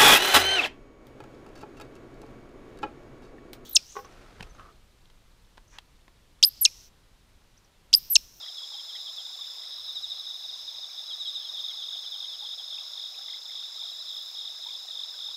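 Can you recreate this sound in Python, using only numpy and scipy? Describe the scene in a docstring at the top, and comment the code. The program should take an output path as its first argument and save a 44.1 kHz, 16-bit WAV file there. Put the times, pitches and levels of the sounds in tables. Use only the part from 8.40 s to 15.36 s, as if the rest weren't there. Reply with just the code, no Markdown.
"""Night field of crickets

Field crickets close to the microphone sing falling, bell-like notes; from the middle on one rolls its strokes
into swelling phrases. Farther off are a field chorus, a high trilling chorus with a dry buzz, two ground crickets
and a rasping katydid. The singers are swept tones or pulsed noise, the ditch is ringing bubbles over a soft rush,
and the breeze at the microphone is low, uneven noise under a faint hiss."""
import sys
import numpy as np
from scipy import signal
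from scipy.fft import rfft, irfft, next_fast_len
from scipy.io import wavfile
from scipy.ndimage import map_coordinates

SR = 44100
rng = np.random.default_rng(int(sys.argv[2]) if len(sys.argv) > 2 else 0)


def bounce(signal):
    """Save signal as a 16-bit WAV file at the path given by the first command-line argument."""
    frames = np.transpose(np.atleast_2d(signal))
    limited = np.clip(frames, -1, 1)
    pcm = np.round(limited * 32767).astype(np.int16)
    wavfile.write(sys.argv[1], SR, pcm)


N = 306936  # length in samples


def amp(db):
    """Decibels to gain."""
    return 10 ** (np.asarray(db) / 20)


def unit(x):
    """x at rms 1."""
    return x / np.sqrt(np.mean(x ** 2) + 1e-20)


def wobble(rate):
    """A smooth random curve with rate knots a second."""
    knots = rng.standard_normal(4096)
    return map_coordinates(knots, [np.arange(N) * rate / SR], mode="wrap")


def filtered(x, response):
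    """x times a response of frequency, applied to its spectrum."""
    padded = next_fast_len(N + 8192)
    spectrum = rfft(x, padded) * response(np.fft.rfftfreq(padded, 1 / SR))
    return irfft(spectrum, padded)[:N]


def coloured(x, tone):
    """x shaped by (frequency_hz, level_db) points joined over log frequency, at rms 1."""
    f, db = np.transpose(tone)
    return unit(filtered(x, lambda hz: amp(np.interp(np.log(hz + 1), np.log(f), db))))


def add(track, s, sound):
    """Mix a sound into the track from s seconds on, cut to the track's ends."""
    start = round(s * SR)
    a, b = max(start, 0), min(start + len(sound), N)
    if b > a:
        track[a:b] += sound[a - start:b - start]


def stroke(hz, length, fall_hz, overtone=0, bend=0):
    """One wing stroke: the scraper slows along the file, so the tone swells, falls and fades."""
    u = np.linspace(-.5, .5, max(int(length * SR), 8))
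    pitch = hz - fall_hz * (u + bend * u * u)  # bend steepens the fall towards the end
    phase = 2 * np.pi * (rng.random() + np.cumsum(pitch) / SR)
    swell = np.abs(np.cos(np.pi * u)) ** 1.5
    return swell * (np.sin(phase) + overtone * np.sin(2 * phase))


def wingbeat(rate, drift):
    """Place within the wing cycle (0-1), at a slightly unsteady rate in Hz."""
    return (rng.random() + np.cumsum(rate * (1 + drift * wobble(3))) / SR) % 1


def trill(hz, rate, fall_hz, waver_hz):
    """An unbroken run of quick falling strokes, rms 1; the wing starts ringing afresh with each."""
    u = wingbeat(rate, drift=.005)
    which = np.cumsum(np.diff(u, prepend=u[0]) < 0)  # number of the stroke at every sample
    start, tune = rng.random(N)[which], rng.standard_normal(N)[which]
    pitch = hz - fall_hz * (u - .5) + waver_hz * tune
    tone = np.sin(2 * np.pi * (start + np.cumsum(pitch) / SR))
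    return unit(np.sin(np.pi * u) ** 2 * tone)


def bouts(rows, rise_s):
    """Gain of an insect that swells into each (start_s, stop_s) trill and breaks off at its end."""
    t = np.arange(N) / SR
    stop_fade_s = .05
    return sum(np.clip((t - start) / rise_s, 0, 1) * np.clip((stop - t) / stop_fade_s, 0, 1)
               for start, stop in rows)


def bubble(hz, cycles, rise):
    """A bubble rings from hz upwards and dies away; rise is the share of hz gained by u = 1, halfway."""
    u = np.arange(int(2 * cycles / hz * SR)) * hz / (cycles * SR)
    ring = np.sin(2 * np.pi * cycles * (u + rise * u * u / 2))
    return (1 - np.exp(-12 * u)) * np.exp(-3 * u) * ring


def scatter(x, t60, wet_db, count=24):
    """Swaying grass sends back a short diffuse tail that keeps changing."""
    t = np.arange(SR // 4) / SR
    out = x.copy()
    for part in np.array_split(np.arange(N), count):
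        tail = rng.standard_normal(len(t)) * amp(-60 * t / t60)
        # each tail hears a window that overlaps the next by half
        span = np.arange(part[0], min(part[0] + 2 * len(part), N))
        heard = x[span] * np.sin(np.pi * np.arange(len(span)) / (2 * len(part)))
        reply = signal.fftconvolve(heard, tail / np.linalg.norm(tail))
        add(out, part[0] / SR, amp(wet_db) * reply)
    return out


def near_crickets():
    """Chirps of falling notes that swell and ebb; each note beats against its echo off nearby stalks."""
    # chirps close by, each a run of evenly spaced wing strokes:
    # first_stroke_s (its middle), strokes (count), spacing_s, pitch_hz (mid-stroke), level_db, stroke_length_s
    chirps = [(0.036, 2, 0.051, 3330, -36.5, 0.029), (0.188, 2, .048, 3370, -35, 0.028),
              (0.339, 2, 0.054, 3335, -37, 0.034), (0.498, 2, 0.054, 3366, -37, 0.042),
              (0.5, 4, 0.083, 3890, -46, .04), (0.612, 7, 0.082, 3600, -35, 0.035),
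              (0.673, 2, .118, 3360, -36.5, 0.042), (1.378, 2, 0.088, 3880, -40.5, 0.048),
              (1.494, 4, 0.074, 3763, -29.5, .049), (1.802, 1, .05, 3860, -35, .04),
              (1.866, 3, 0.045, 3710, -33.5, .04), (2.054, 3, 0.043, 3695, -32.5, 0.038),
              (2.045, 3, .157, 3850, -42, 0.04), (2.287, 3, 0.15, 3650, -32, 0.036),
              (2.689, 1, .05, 3850, -36, 0.036), (2.712, 2, 0.15, 3350, -31, .032),
              (2.739, 4, 0.074, 3765, -29, 0.048), (3.008, 1, 0.055, 3521, -37, 0.074),
              (3.059, 4, 0.12, 3390, -35, 0.048), (3.098, 4, 0.051, 3675, -30, .034),
              (3.338, 3, .051, 3650, -33.5, 0.0552), (3.536, 2, 0.051, 3614, -34.5, 0.047),
              (3.539, 5, 0.098, 3384, -40, 0.063), (3.675, 2, 0.22, 3590, -34.5, 0.039),
              (4.054, 3, 0.14, 3370, -38, .048), (4.97, 1, .05, 3800, -41.5, 0.039),
              (5.242, 1, .05, 3640, -35.5, .04), (5.364, 5, 0.082, 3880, -36, 0.038),
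              (5.78, 2, .08, 3790, -39, 0.041), (5.99, 4, 0.12, 3770, -37, 0.046),
              (6.69, 2, 0.095, 3695, -38.5, 0.038), (6.946, 1, .05, 3750, -34.5, 0.043)]
    fall_hz_per_s = 13610
    arch_db, crest = 2, .6  # softening towards a chirp's ends; its loudest place, as a share of its length
    # the octave against the note, the note level below which it weakens, and dB lost per dB below that
    octave_db, octave_from_db, octave_slope = -21, -27.5, 3.9
    out = np.zeros(N)
    for first, strokes, spacing, hz, level_db, length in chirps:
        count = round(strokes)
        for k in range(count):
            db = level_db - arch_db * (2 * ((k + .5) / count - crest)) ** 2
            octave = amp(octave_db + octave_slope * min(db - octave_from_db, 0))
            note = amp(db) * stroke(hz, length, fall_hz_per_s * length, octave, bend=.49)
            start = first + k * spacing - length / 2
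            add(out, start, note)
            add(out, start + rng.uniform(.004, .014), amp(-10) * note)
    return scatter(out, t60=.15, wet_db=-12)


def rolling_cricket(growth_db=.1, count=7):
    """Each phrase is a roll of short strokes that grow louder; each lingers on the wing's resonance, then drops."""
    # phrases, about 3.6 a second: last_stroke_s (its middle)
    rolls = [3.002, 3.287, 3.573, 3.848, 4.135, 4.411, 4.663, 4.947, 5.217, 5.502, 5.791, 6.078, 6.354,
             6.639, 6.91]
    last_db, wing_hz = -34, 3574  # typical last stroke; every stroke strays a little in level and pitch
    period_s, length_s, ground_lag_s = .0208, .021, .00272
    out = np.zeros(N)
    for s in rolls:
        for back, (size, tune) in enumerate(rng.standard_normal((count, 2))):
            level_db = last_db - growth_db * back ** 2 + size
            note = amp(level_db) * stroke(wing_hz + 18 * tune, length_s, fall_hz=740, bend=.7)
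            start = s - back * period_s - length_s / 2
            add(out, start, note)
            # the bounce off the ground splits every sweep into two bright spots
            add(out, start + ground_lag_s, amp(-8) * note)
    return scatter(out, t60=.12, wet_db=-13)


def far_crickets(count=3600):
    """Field crickets farther off: thousands of short falling notes melt together."""
    # spectrum of the far chorus: frequency_hz, level_db
    field_tone = [(2800, -27), (3150, -14), (3400, -4), (3700, -1.5), (3950, -4.5), (4150, -10.5),
                  (4400, -12), (4800, -26)]
    out = np.zeros(N)
    starts = rng.random(count) * N / SR
    for s, (tune, size, span) in zip(starts, rng.standard_normal((count, 3))):
        hz = 3740 + 520 * np.tanh(tune / 2)
        length_s = .01814 * np.exp(.345 * span)
        add(out, s - .015, amp(size) * stroke(hz, length_s, fall_hz=596))
    level_db = -43 + .14 * wobble(2.12)
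    return amp(level_db) * coloured(out, field_tone)


def high_chorus(count=16):
    """Smaller crickets trill near one pitch, each at its own pace; a dry buzz of pulsed noise lies above them."""
    # spectra of the trills and of the buzz: frequency_hz, level_db
    high_tone = [(4200, -2.5), (4600, -20.5), (4900, -8.5), (5150, -2.5), (5380, -7), (5600, -16.5),
                 (5900, -57)]
    buzz_tone = [(5200, -37), (5700, -2), (6050, 3.5), (6500, 2.5), (6900, -1), (7300, -22), (7800, -44)]
    voices = sum(trill(hz, rng.uniform(45, 130), fall_hz=607, waver_hz=120.1)
                 for hz in np.linspace(4750, 5450, count))
    chorus = amp(-45 + .42 * wobble(5)) * coloured(voices, high_tone)
    pulse = 1 + .19 * np.cos(2 * np.pi * wingbeat(111, drift=.009))
    teeth = pulse * rng.standard_normal(N)
    buzz = amp(-60 + .44 * wobble(2.2)) * coloured(teeth, buzz_tone)
    return chorus + buzz


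def ground_crickets():
    """Two tiny crickets with very fast wings hold long trills; the thin one grows purer as it climbs to pitch."""
    # long trills of the thin and of the shrill cricket: start_s, stop_s
    thin_trills = [(-4, 1.27), (1.9, 7.2)]
    shrill_trills = [(-.15, 2.27), (2.33, 4.85), (5, 7.2)]
    thin_hz, climb_hz, climb_s = 7184, 1126, 3.35  # pitch reached, how flat a trill starts, time to climb
    t = np.arange(N) / SR
    thin = np.zeros(N)
    for start, stop in thin_trills:
        flat_hz = climb_hz * (1 - np.clip((t - start) / climb_s, 0, 1) ** 1.3)
        song = trill(thin_hz - flat_hz, rate=122, fall_hz=160, waver_hz=41 + .22 * flat_hz)
        thin += amp(-64.5) * bouts([(start, stop)], rise_s=.046) * song
    song = trill(8840, rate=107, fall_hz=810, waver_hz=48.5)
    shrill = amp(-71.5) * bouts(shrill_trills, rise_s=.3) * song
    return scatter(thin, t60=.15, wet_db=-1) + shrill


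def katydid():
    """A toneless rasp, pulsing with each wing stroke; it builds slowly to each crest and ebbs faster."""
    # swells of the rasp: crest_s, level_db
    swell_rows = [(.63, -65), (1.07, -65), (1.59, -64), (2.03, -66), (3.28, -61.5), (3.78, -67),
                  (4.63, -74), (5.55, -66), (5.92, -60), (6.39, -64), (6.84, -65)]
    # spectrum of the rasp: frequency_hz, level_db
    rasp_tone = [(9000, -26), (10500, -11.5), (12000, -2.5), (12900, -1), (13800, -19), (15000, -13),
                 (16000, -2.5)]
    rise_s, fall_s, steady_db = .21, .066, -67.5  # Gaussian spreads of a swell; the rasp under the swells
    t = np.arange(N) / SR
    swells = [amp(db) * np.exp(-((t - s) / np.where(t < s, rise_s, fall_s)) ** 2 / 2) for s, db in swell_rows]
    effort = np.sqrt(amp(steady_db) ** 2 + np.sum(np.square(swells), axis=0))
    beat = 1 + .75 * np.cos(2 * np.pi * wingbeat(33.5, drift=.025))
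    unsteady_db = 1.5 * wobble(24)
    return effort * amp(unsteady_db) * coloured(beat * rng.standard_normal(N), rasp_tone)


def ditch(count=2200):
    """A trickle of small ringing bubbles over a soft rush of noise, with a few clear drips."""
    # clear drips: start_s, level_db (relative, raised below), pitch_hz (early in the ring)
    drip_rows = [(0.062, -47, 1960), (0.342, -51.5, 820), (0.552, -43, 1980), (0.989, -53.5, 1124),
                 (1.235, -47.5, 2050), (2.496, -50, 2320), (3.309, -49, 2170), (3.521, -49.5, 1534),
                 (4.02, -48.5, 834), (4.379, -42, 2620), (4.744, -45.5, 2580), (4.787, -54, 798),
                 (4.883, -46.5, 2060), (4.935, -45.5, 2090), (5.095, -49, 2100), (6.259, -46, 927),
                 (6.286, -56, 1026), (6.29, -46, 2320), (6.739, -52, 1540), (6.883, -51, 907)]
    # spectrum of the rush and the babble: frequency_hz, level_db
    water_tone = [(120, -46), (220, -24), (340, -12.5), (480, -3), (600, -1.5), (800, -1.5), (1250, -0.5),
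                  (1600, -4), (2000, -5), (2600, -5.5), (3500, 0), (6000, -45)]
    drip_rise = .23
    babble, drips = np.zeros(N), np.zeros(N)
    for s, width, size in rng.random((count, 3)):
        hz = 580 * 5 ** width
        add(babble, s * N / SR, amp(12 * size ** 3) * bubble(hz, cycles=hz * .012, rise=.14))
    for s, db, hz in drip_rows:
        start_hz = hz * (1 - drip_rise / 4)
        add(drips, s, amp(db + 4) * bubble(start_hz, cycles=28.8, rise=drip_rise))
    rush = amp(.43 * wobble(4.5)) * coloured(rng.standard_normal(N), water_tone)
    water = rush + amp(-4) * coloured(babble, water_tone)
    return amp(-60.5) * water + scatter(drips, t60=.14, wet_db=-4.5)


def night_air():
    """A faint even hiss and the breeze's low rumble, which comes in small puffs and a few gusts."""
    # gusts on the microphone: crest_s, level_db, spread_s (Gaussian)
    gust_rows = [(1.376, -78, .04), (1.58, -80, .08), (2.267, -81, 0.16), (3.778, -90, .1),
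                 (6.9, -86, .025)]
    # spectra of the hiss and of the rumble: frequency_hz, level_db
    air_tone = [(150, -13), (1500, -7), (4400, 16), (7500, 5), (8300, 6.5), (9700, -2), (10400, 0),
                (14000, 4.5), (15700, -9)]
    rumble_tone = [(18, -26), (32, -5), (52, 0), (95, -2), (150, -11.5), (300, -11.5), (700, -54)]
    t = np.arange(N) / SR
    breeze = amp(-84 - 1.4 * t)  # dies down steadily, in dB per second
    gusts = sum(amp(db) * np.exp(-((t - s) / spread) ** 2 / 2) for s, db, spread in gust_rows)
    puffs_db = 3 * wobble(16)
    rumble = (breeze + gusts) * amp(puffs_db) * coloured(rng.standard_normal(N), rumble_tone)
    hiss = amp(-57) * coloured(rng.standard_normal(N), air_tone)
    return rumble + hiss


def scene():
    """All the singers over the ditch and the air, on one channel."""
    near = near_crickets() + rolling_cricket()
    farther = far_crickets() + high_chorus() + ground_crickets() + katydid()
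    return (near + farther + ditch() + night_air())[None]


def record(dry):
    """The microphone's channel passes nothing above its band limit."""
    top_hz = 15720
    return np.array([filtered(channel, lambda hz: hz < top_hz) for channel in dry])


dry = scene()
out = record(dry)
bounce(out)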